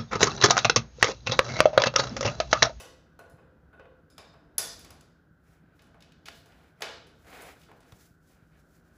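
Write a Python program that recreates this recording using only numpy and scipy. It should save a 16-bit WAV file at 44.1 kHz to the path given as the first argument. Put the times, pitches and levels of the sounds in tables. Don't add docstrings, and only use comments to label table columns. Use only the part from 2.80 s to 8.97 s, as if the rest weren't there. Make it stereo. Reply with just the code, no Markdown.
import sys
import numpy as np
from scipy import signal
from scipy.io import wavfile

SR = 44100
rng = np.random.default_rng(int(sys.argv[2]) if len(sys.argv) > 2 else 0)


def decibels_to_gain(level_db):
    exponent = np.asarray(level_db, float) / 20
    return 10 ** exponent


def wav_out(sig):
    wavfile.write(sys.argv[1], SR, np.round(np.clip(np.atleast_2d(sig).T, -1, 1) * 32767).astype(np.int16))


N = 272317
LEAD = 2048

# start_s, knock_db, tick_db, hardness_db_per_octave, echo_db
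EARLIER_BLOW = [(-0.015, -37.5, -32.5, 6.5, -1)]
PUMP_BLOWS = [(0.3902, -41, -52.5, 6.5, -0.5), (0.5793, -56.5, -90, 11, 8.5), (0.9294, -51.5, -78, 9, 6),
              (0.9949, -41.5, -63.5, -6, -3), (1.0535, -46, -89, -5, -8), (1.5374, -49, -71, 6, 0.5)]
LINKAGE_BLOWS = [(0.4967, -65, -71.5, 20.5, 6.5), (1.3004, -70, -60.5, 6, 4.5),
                 (1.3802, -42, -45.5, 1.5, -0.04)]
SLAM_BLOW = [(1.7808, -41, -24.5, 9, 5)]
RATTLE_BLOWS = [(1.991, -73, -52.5, 6, 7), (2.0457, -53.5, -48.5, 2.2, -1), (2.1041, -52, -49, 5, -1),
                (2.2079, -61, -55.5, 5, -1)]
LAYING_BLOWS = [(2.9921, -63, -66, -5, 1), (3.019, -67, -65.5, 5, 3), (3.0689, -70, -72, 2.5, 1.5),
                (3.1424, -55, -77, 6, 1.5), (3.2049, -77, -63.5, 0, 2), (3.2226, -78, -56, -3, -1.5),
                (3.32, -82, -63.5, -4, -3), (3.6579, -60, -61.5, 4, -0.5), (3.7206, -65.5, -80, -16, -2),
                (4.02, -33.5, -33.5, -2, -1.5), (4.268, -65, -64, 2, 4), (4.6195, -56, -58.5, 19, 4),
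                (4.8148, -76, -63, 0, 0), (4.8324, -85, -63.5, 1, 4.5), (4.8856, -55.5, -86, 3, 4),
                (4.9143, -45, -75, 14, -6), (5.004, -82, -64.5, 2, 2.5), (5.0296, -59, -67, -1, -5.5),
                (5.1205, -48, -56.5, 0.5, -9.5),
                (3.456, -63, -51, -2, 7), (3.483, -40.5, -46, -4, -12), (3.571, -77, -69, 8, 4),
               (4.006, -44.5, -54.5, 4, 1.5), (4.469, -65, -77, 7, 0)]

# pitch_hz, level_db, t60_s
JACK_MODES = [(517, -1, .1), (692, -4, .08), (1130, -1, .05), (1464, 5, .06), (1950, 0, .05),
              (2480, 8, .05), (2620, 8, .04), (2900, 2, .03), (3550, -2, .03), (4100, -3, .025),
              (6050, -8, .04)]
LINK_MODES = [(692, -5, .06), (1130, -4, .04), (2310, 0, .03), (3450, 4, .025), (3640, 7, .03),
              (5080, 8, .035), (5300, 7, .03), (6860, 0, .025), (7600, 0, .02), (9500, -2, .02),
              (10830, -3, .02)]
SOCKET_MODES = [(517, -2, .1), (690, -4, .1), (1464, 7, .05), (1800, 5, .035), (3440, 6, .04),
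                (4770, 3, .05), (5012, 1, .08), (5670, 1, .045), (5945, 2, .06), (6600, 4, .015),
                (10036, -3, .06), (10440, 16, .02), (11340, 6, .04), (14100, 4, .03)]
LYING_MODES = [(517, -4, .08), (694, 0, .09), (900, -2, .03), (1416, 3, .04), (1640, 2, .025),
               (2180, 0, .025), (2500, 1, .025), (2850, 4, .035), (3400, 4, .025), (3750, 3, .025),
               (4500, 0, .025), (10800, -4, .015)]

# low_hz, high_hz
CRACK_BANDS = [(4500, 8000), (480, 1500), (1500, 4500), (8000, 15500)]
CRACK_PEAK_DB = [.1, 6, 1.4, 0.88]
KNOCK_HZ, KNOCK_FALL_DB_PER_OCTAVE = 670, 14.5
TICK_HZ, TICK_CUT_DB = 6000, 42
SIDE_SHARE = .6

# pitch_hz, density_db_per_hz
HUM_SPECTRUM = [(15, -38), (25, -11.5), (63, 7), (157, -5.5), (299, -2.5), (418, -9), (706, -13.5),
                (835, -18), (1250, -17.5), (1450, -13), (2020, -29.5), (5910, -41.5), (7500, -50),
                (9750, -81), (16500, -120)]
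# time_s, level_db
HUM_SWELL = [(0.0, -57.5), (0.36, -60.5), (0.57, -58.5), (0.76, -60.5), (1.44, -61), (1.7, -58.5),
             (2.1, -56.5), (2.51, -64.5), (2.84, -63), (3.08, -59), (3.95, -61.5), (4.21, -59),
             (5.16, -60.5), (5.33, -65), (6.05, -60.5), (6.17, -61)]
# pitch_hz, width_hz, level_db
HUM_RESONANCES = [(70, 25, -84.5), (161, 24, -66), (1485, 250, -74)]
HISS_DB = -85

# start_s, level_db, pitch_hz, t60_s
KNEE_THUMPS = [(0.537, -40.5, 125, 0.036), (2.509, -45, 143, 0.033), (2.693, -48, 135, 0.025),
               (2.838, -47, 227, 0.035), (5.309, -44, 130, .03), (5.583, -49.5, 128, 0.026),
               (5.624, -44, 130, 0.024), (5.126, -34.5, 103, 0.029)]

# start_s, held_s, level_db
DRAG_STROKES = [(2.67, 0.1, -70), (2.84, .13, -74), (3.69, 0.18, -64.5), (3.99, 0.025, -65.5),
                (4.475, 0.052, -54), (4.535, 0.02, -48), (4.59, 0.094, -48.5), (4.76, 0.025, -64),
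                (4.91, 0.017, -75), (5.03, .09, -66.5), (5.25, 0.026, -81), (5.5, 0.098, -69.5),
                (5.73, 0.048, -68), (5.95, 0.022, -77), (6.07, 0.11, -74)]
DRAG_RISE_DB_PER_S, DRAG_FALL_DB_PER_S = 450, 143
# pitch_hz, density_db_per_hz
SCRAPE_SPECTRUM = [(150, -64), (250, -5), (373, -14.5), (441, -3), (576, -7), (690, -1.5), (901, -10.5),
                   (1480, -7.5), (2340, -9.5), (2550, -13.5), (4500, -21), (5850, -49.5), (9900, -120)]
# start_s, held_s, level_db
RUSTLE_STROKES = [(2.67, 0.088, -74.5), (2.97, .02, -76), (3.55, 0.015, -61), (3.66, .22, -73.5),
                  (3.99, .02, -78), (4.4, 0.024, -71.5), (4.5, .21, -58), (4.8, 0.026, -65.5),
                  (4.97, 0.0077, -71.5), (5.09, 0.14, -67.5), (5.21, 0.036, -61.5), (5.44, .03, -75.5),
                  (5.5, 0.029, -68), (5.615, .01, -78.5), (5.68, 0.0072, -77), (5.78, 0.018, -72.5),
                  (5.87, .03, -76), (5.95, 0.0088, -68), (6.065, 0.0087, -74.5), (6.165, 0.016, -70)]
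RUSTLE_RISE_DB_PER_S, RUSTLE_FALL_DB_PER_S = 233, 182
# pitch_hz, density_db_per_hz
CLOTH_SPECTRUM = [(1060, -29.5), (1800, -3.5), (2820, -8.5), (6470, -2.5), (10300, -6), (12100, -5.5),
                  (13900, -2.5), (16000, -20)]

# pitch_hz, t60_s, level_db
GARAGE_ECHO = [(198.7, 0.65, 9.5), (430, 0.81, 2), (700, 0.61, 0), (1400, 0.55, -3.9), (3996, 0.66, -3.4),
               (7300, 0.45, -8), (10100, 0.33, -12.5), (14000, 0.36, 3.5)]
ECHO_DB, ECHO_RISE_S = -25, 0.002
# pitch_hz, likeness (-1 to 1)
PORT_LIKENESS = [(60, 0.87), (180, 1), (550, 0.64), (1650, 0.32), (4970, 0.12), (15000, 0.23)]

# pitch_hz, width_hz
TREBLE_DIPS = [(8600, 550), (12050, 1350)]
DIP_FLOOR_DB = -27.5
LIFT_HZ, LIFT_WIDTH_HZ, LIFT_DB = 13900, 1300, -5.5
TILT_DB, TOP_HZ, BASS_HZ = -.5, 15000, 38


def rms_one(x):
    return x / np.sqrt(np.mean(x ** 2) + 1e-20)


def at_hz(points, hz, column=1):
    points = np.array(points)
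    return np.interp(np.log(hz), np.log(points[:, 0]), points[:, column])


def band(x, low_hz, high_hz):
    return signal.sosfilt(signal.butter(2, [low_hz, high_hz], "band", fs=SR, output="sos"), x)


def drift(rate_hz):
    r = np.exp(-80 * np.pi * rate_hz / SR)
    noise = rng.standard_normal(N // 40 + 2002)
    slow = signal.lfilter([1], [1, -2 * r, r * r], noise)[2000:]
    return np.interp(np.arange(N) / 40, np.arange(len(slow)), rms_one(slow))


def ring(clicks, hz, t60):
    r, w = decibels_to_gain(-60 / (t60 * SR)), 2 * np.pi * hz / SR
    return signal.lfilter([0, np.sin(w)], [1, -2 * r * np.cos(w), r * r], clicks + 1e-18)


def banded(source, spectrum, gain_at):
    out = 0
    edges = 25 * 2 ** (np.arange(29) / 3)
    for k, (low, high) in enumerate(zip(edges, edges[1:])):
        hz = np.sqrt(low * high)
        if spectrum[0][0] <= hz <= spectrum[-1][0]:
            mid, side = band(source[k % 2], low, high)
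            alike = np.clip(at_hz(PORT_LIKENESS, hz), -1, 1)
            stereo = np.sqrt(1 + alike) * mid + np.sqrt(1 - alike) * side * [[1], [-1]]
            out = out + gain_at(hz) * stereo
    return out


def colours(rows, hz):
    knock = rows[:, 1:2] - KNOCK_FALL_DB_PER_OCTAVE * np.maximum(np.log2(hz / KNOCK_HZ), 0)
    tick = rows[:, 2:3] + rows[:, 3:4] * np.log2(hz / TICK_HZ)
    tick = tick - TICK_CUT_DB * (hz < 2 * KNOCK_HZ)
    return 10 * np.log10(decibels_to_gain(2 * knock) + decibels_to_gain(2 * tick))


def blows(rows, modes, crack_s, crack_db, ring_db, spread_db, beam_db):
    rows = np.array(rows)
    at = np.round(rows[:, 0] * SR).astype(int) + LEAD
    order = np.argsort(CRACK_BANDS, axis=0)[:, 0]
    squared_hz = np.prod(CRACK_BANDS, axis=1)
    centres = np.log(squared_hz[order]) / 2
    levels = colours(rows, np.sqrt(squared_hz))
    direct = rows[:, 0] >= 0
    send = np.stack([direct, decibels_to_gain(rows[:, 4])])
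    t = np.arange(1500) / SR
    burst = rng.standard_normal((len(at), 2, len(t))) * t * np.exp(-t / crack_s)
    chance = rng.standard_normal((len(at), len(modes)))
    out = np.zeros((3, N + LEAD))

    for k, (low, high) in enumerate(CRACK_BANDS):
        sign = (-1) ** np.argmax(order == k)
        crack = sign * band(burst, low, high)
        crack = crack / np.abs(crack).max(axis=(1, 2), keepdims=True)
        snap = sign * rms_one(band(t == 0, low, high))
        for i, shape, row, (near, far) in zip(at, crack, levels, send.T):
            gain = decibels_to_gain(row[k] + CRACK_PEAK_DB[k] + crack_db)
            out[:2, i:i + len(t)] += gain * near * shape * [[1], [SIDE_SHARE]]
            out[2, i:i + len(t)] += gain * far * snap * np.std(shape[0])

    after = np.arange(SR // 6) / SR
    contact = -np.expm1(-after / .0006)
    for m, (hz, mode_db, t60) in enumerate(modes):
        colour = np.array([np.interp(np.log(hz), centres, row[order]) for row in levels])
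        strength = send * decibels_to_gain(colour + mode_db + ring_db + spread_db * chance[:, m])
        rung = ring(after == 0, hz, t60) * contact
        aside = SIDE_SHARE * np.sin(hz / 1110)
        beamed = decibels_to_gain(-beam_db * hz / 10000)
        for i, (near, far) in zip(at, strength.T):
            out[:, i:i + len(rung)] += rung * [[near], [near * aside], [far * beamed]]
    return out


def pump_strokes():
    return blows(EARLIER_BLOW + PUMP_BLOWS, JACK_MODES,
                 crack_s=.002, crack_db=-3.5, ring_db=-8.0, spread_db=5.0, beam_db=1.5)


def garage(x):
    t = np.arange(SR) / SR

    def decay(hz):
        return decibels_to_gain(at_hz(GARAGE_ECHO, hz, column=2) - 60 * t / at_hz(GARAGE_ECHO, hz))

    tail = banded(rng.standard_normal((2, 2, SR)), GARAGE_ECHO, decay)
    tail = tail * -np.expm1(-t / ECHO_RISE_S)
    return decibels_to_gain(ECHO_DB) * signal.fftconvolve(x[None], tail, axes=1)[:, :len(x)]


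def hum():
    swell_db = np.interp(np.arange(N) / SR, *np.transpose(HUM_SWELL))
    noise = banded(rng.standard_normal((2, 2, N)), HUM_SPECTRUM,
                   lambda hz: decibels_to_gain(at_hz(HUM_SPECTRUM, hz) + .9 * drift(12)))
    out = decibels_to_gain(swell_db) * rms_one(noise)
    for hz, width_hz, level_db in HUM_RESONANCES:
        shared = rng.standard_normal(N)
        source = shared + 0.65 * rng.standard_normal((2, N))
        out = out + decibels_to_gain(level_db) * rms_one(band(source, hz - width_hz / 2, hz + width_hz / 2))
    return out + decibels_to_gain(HISS_DB) * rng.standard_normal((2, N))


def linkage_play():
    return blows(LINKAGE_BLOWS, LINK_MODES,
                 crack_s=.0013, crack_db=-.5, ring_db=-8.5, spread_db=1.2, beam_db=0)


def thumps():
    out = np.zeros(N)
    first = np.arange(SR // 5) == 0
    for s, level_db, hz, t60 in KNEE_THUMPS:
        out[round(s * SR):][:len(first)] += ring(decibels_to_gain(level_db) * first, hz, t60)
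    return band(out, 48, 720)


def socket_slam():
    return blows(SLAM_BLOW, SOCKET_MODES,
                 crack_s=0.00092, crack_db=1.5, ring_db=-8.5, spread_db=1.3, beam_db=13.5)


def socket_rattle():
    return blows(RATTLE_BLOWS, LINK_MODES,
                 crack_s=0.0017, crack_db=1.0, ring_db=-21, spread_db=12.5, beam_db=18.0)


def grains(per_s, size_db):
    shape = (2, 2, N)
    sizes = decibels_to_gain(size_db * np.minimum(rng.exponential(1, shape), 5))
    sizes = sizes * rng.choice([-1, 1], shape)
    return rms_one(sizes * (rng.random(shape) < per_s / SR))


def strokes(rows, rise_db_per_s, fall_db_per_s):
    t = np.arange(0, N / SR + .002, .001)
    power = 0
    for s, held, level_db in rows:
        rise_db = rise_db_per_s * np.maximum(s - t, 0)
        fall_db = fall_db_per_s * np.maximum(t - s - held, 0)
        power = power + decibels_to_gain(2 * (level_db - rise_db - fall_db))
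    return np.interp(np.arange(N) / SR, t, np.sqrt(power))


def rubbing(spectrum, gain, per_s, rough_db):
    source = grains(per_s, size_db=2.5)
    noise = rms_one(banded(source, spectrum, lambda hz: decibels_to_gain(at_hz(spectrum, hz))))
    return noise * gain * decibels_to_gain(rough_db * drift(33))


def drags():
    gain = strokes(DRAG_STROKES, DRAG_RISE_DB_PER_S, DRAG_FALL_DB_PER_S)
    return rubbing(SCRAPE_SPECTRUM, gain, per_s=8000, rough_db=1.1)


def rustles():
    gain = strokes(RUSTLE_STROKES, RUSTLE_RISE_DB_PER_S, RUSTLE_FALL_DB_PER_S)
    return rubbing(CLOTH_SPECTRUM, gain, per_s=9000, rough_db=1.5)


def handle_laid_down():
    return blows(LAYING_BLOWS, LYING_MODES,
                 crack_s=0.0017, crack_db=2.5, ring_db=-3.5, spread_db=2.5, beam_db=30.0)


def scene():
    struck = pump_strokes() + linkage_play() + socket_slam() + socket_rattle() + handle_laid_down()
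    mid, side, sent = struck
    steel = mid + side * [[1], [-1]] + garage(sent)
    return steel[:, LEAD:] + hum() + thumps() + drags() + rustles()


def low_pass(x):
    return signal.sosfilt(signal.butter(12, 16650, fs=SR, output="sos"), x)


def record(dry):
    for hz, width_hz in TREBLE_DIPS:
        edges = [hz - width_hz / 2, hz + width_hz / 2]
        cut = signal.sosfilt(signal.butter(4, edges, "bandstop", fs=SR, output="sos"), dry)
        dry = cut + decibels_to_gain(DIP_FLOOR_DB) * dry
    peak = signal.lfilter(*signal.iirpeak(LIFT_HZ, LIFT_HZ / LIFT_WIDTH_HZ, fs=SR), dry)
    dry = dry + decibels_to_gain(LIFT_DB) * peak
    dry = signal.sosfilt(signal.cheby1(10, 1, TOP_HZ, fs=SR, output="sos"), dry)
    dry = signal.sosfilt(signal.butter(2, BASS_HZ, "high", fs=SR, output="sos"), dry)
    dry = np.stack([dry[0], np.roll(dry[1], 1)])
    mix = dry * decibels_to_gain([[TILT_DB], [-TILT_DB]])
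    return low_pass(mix)


dry = scene()
out = record(dry)
wav_out(out)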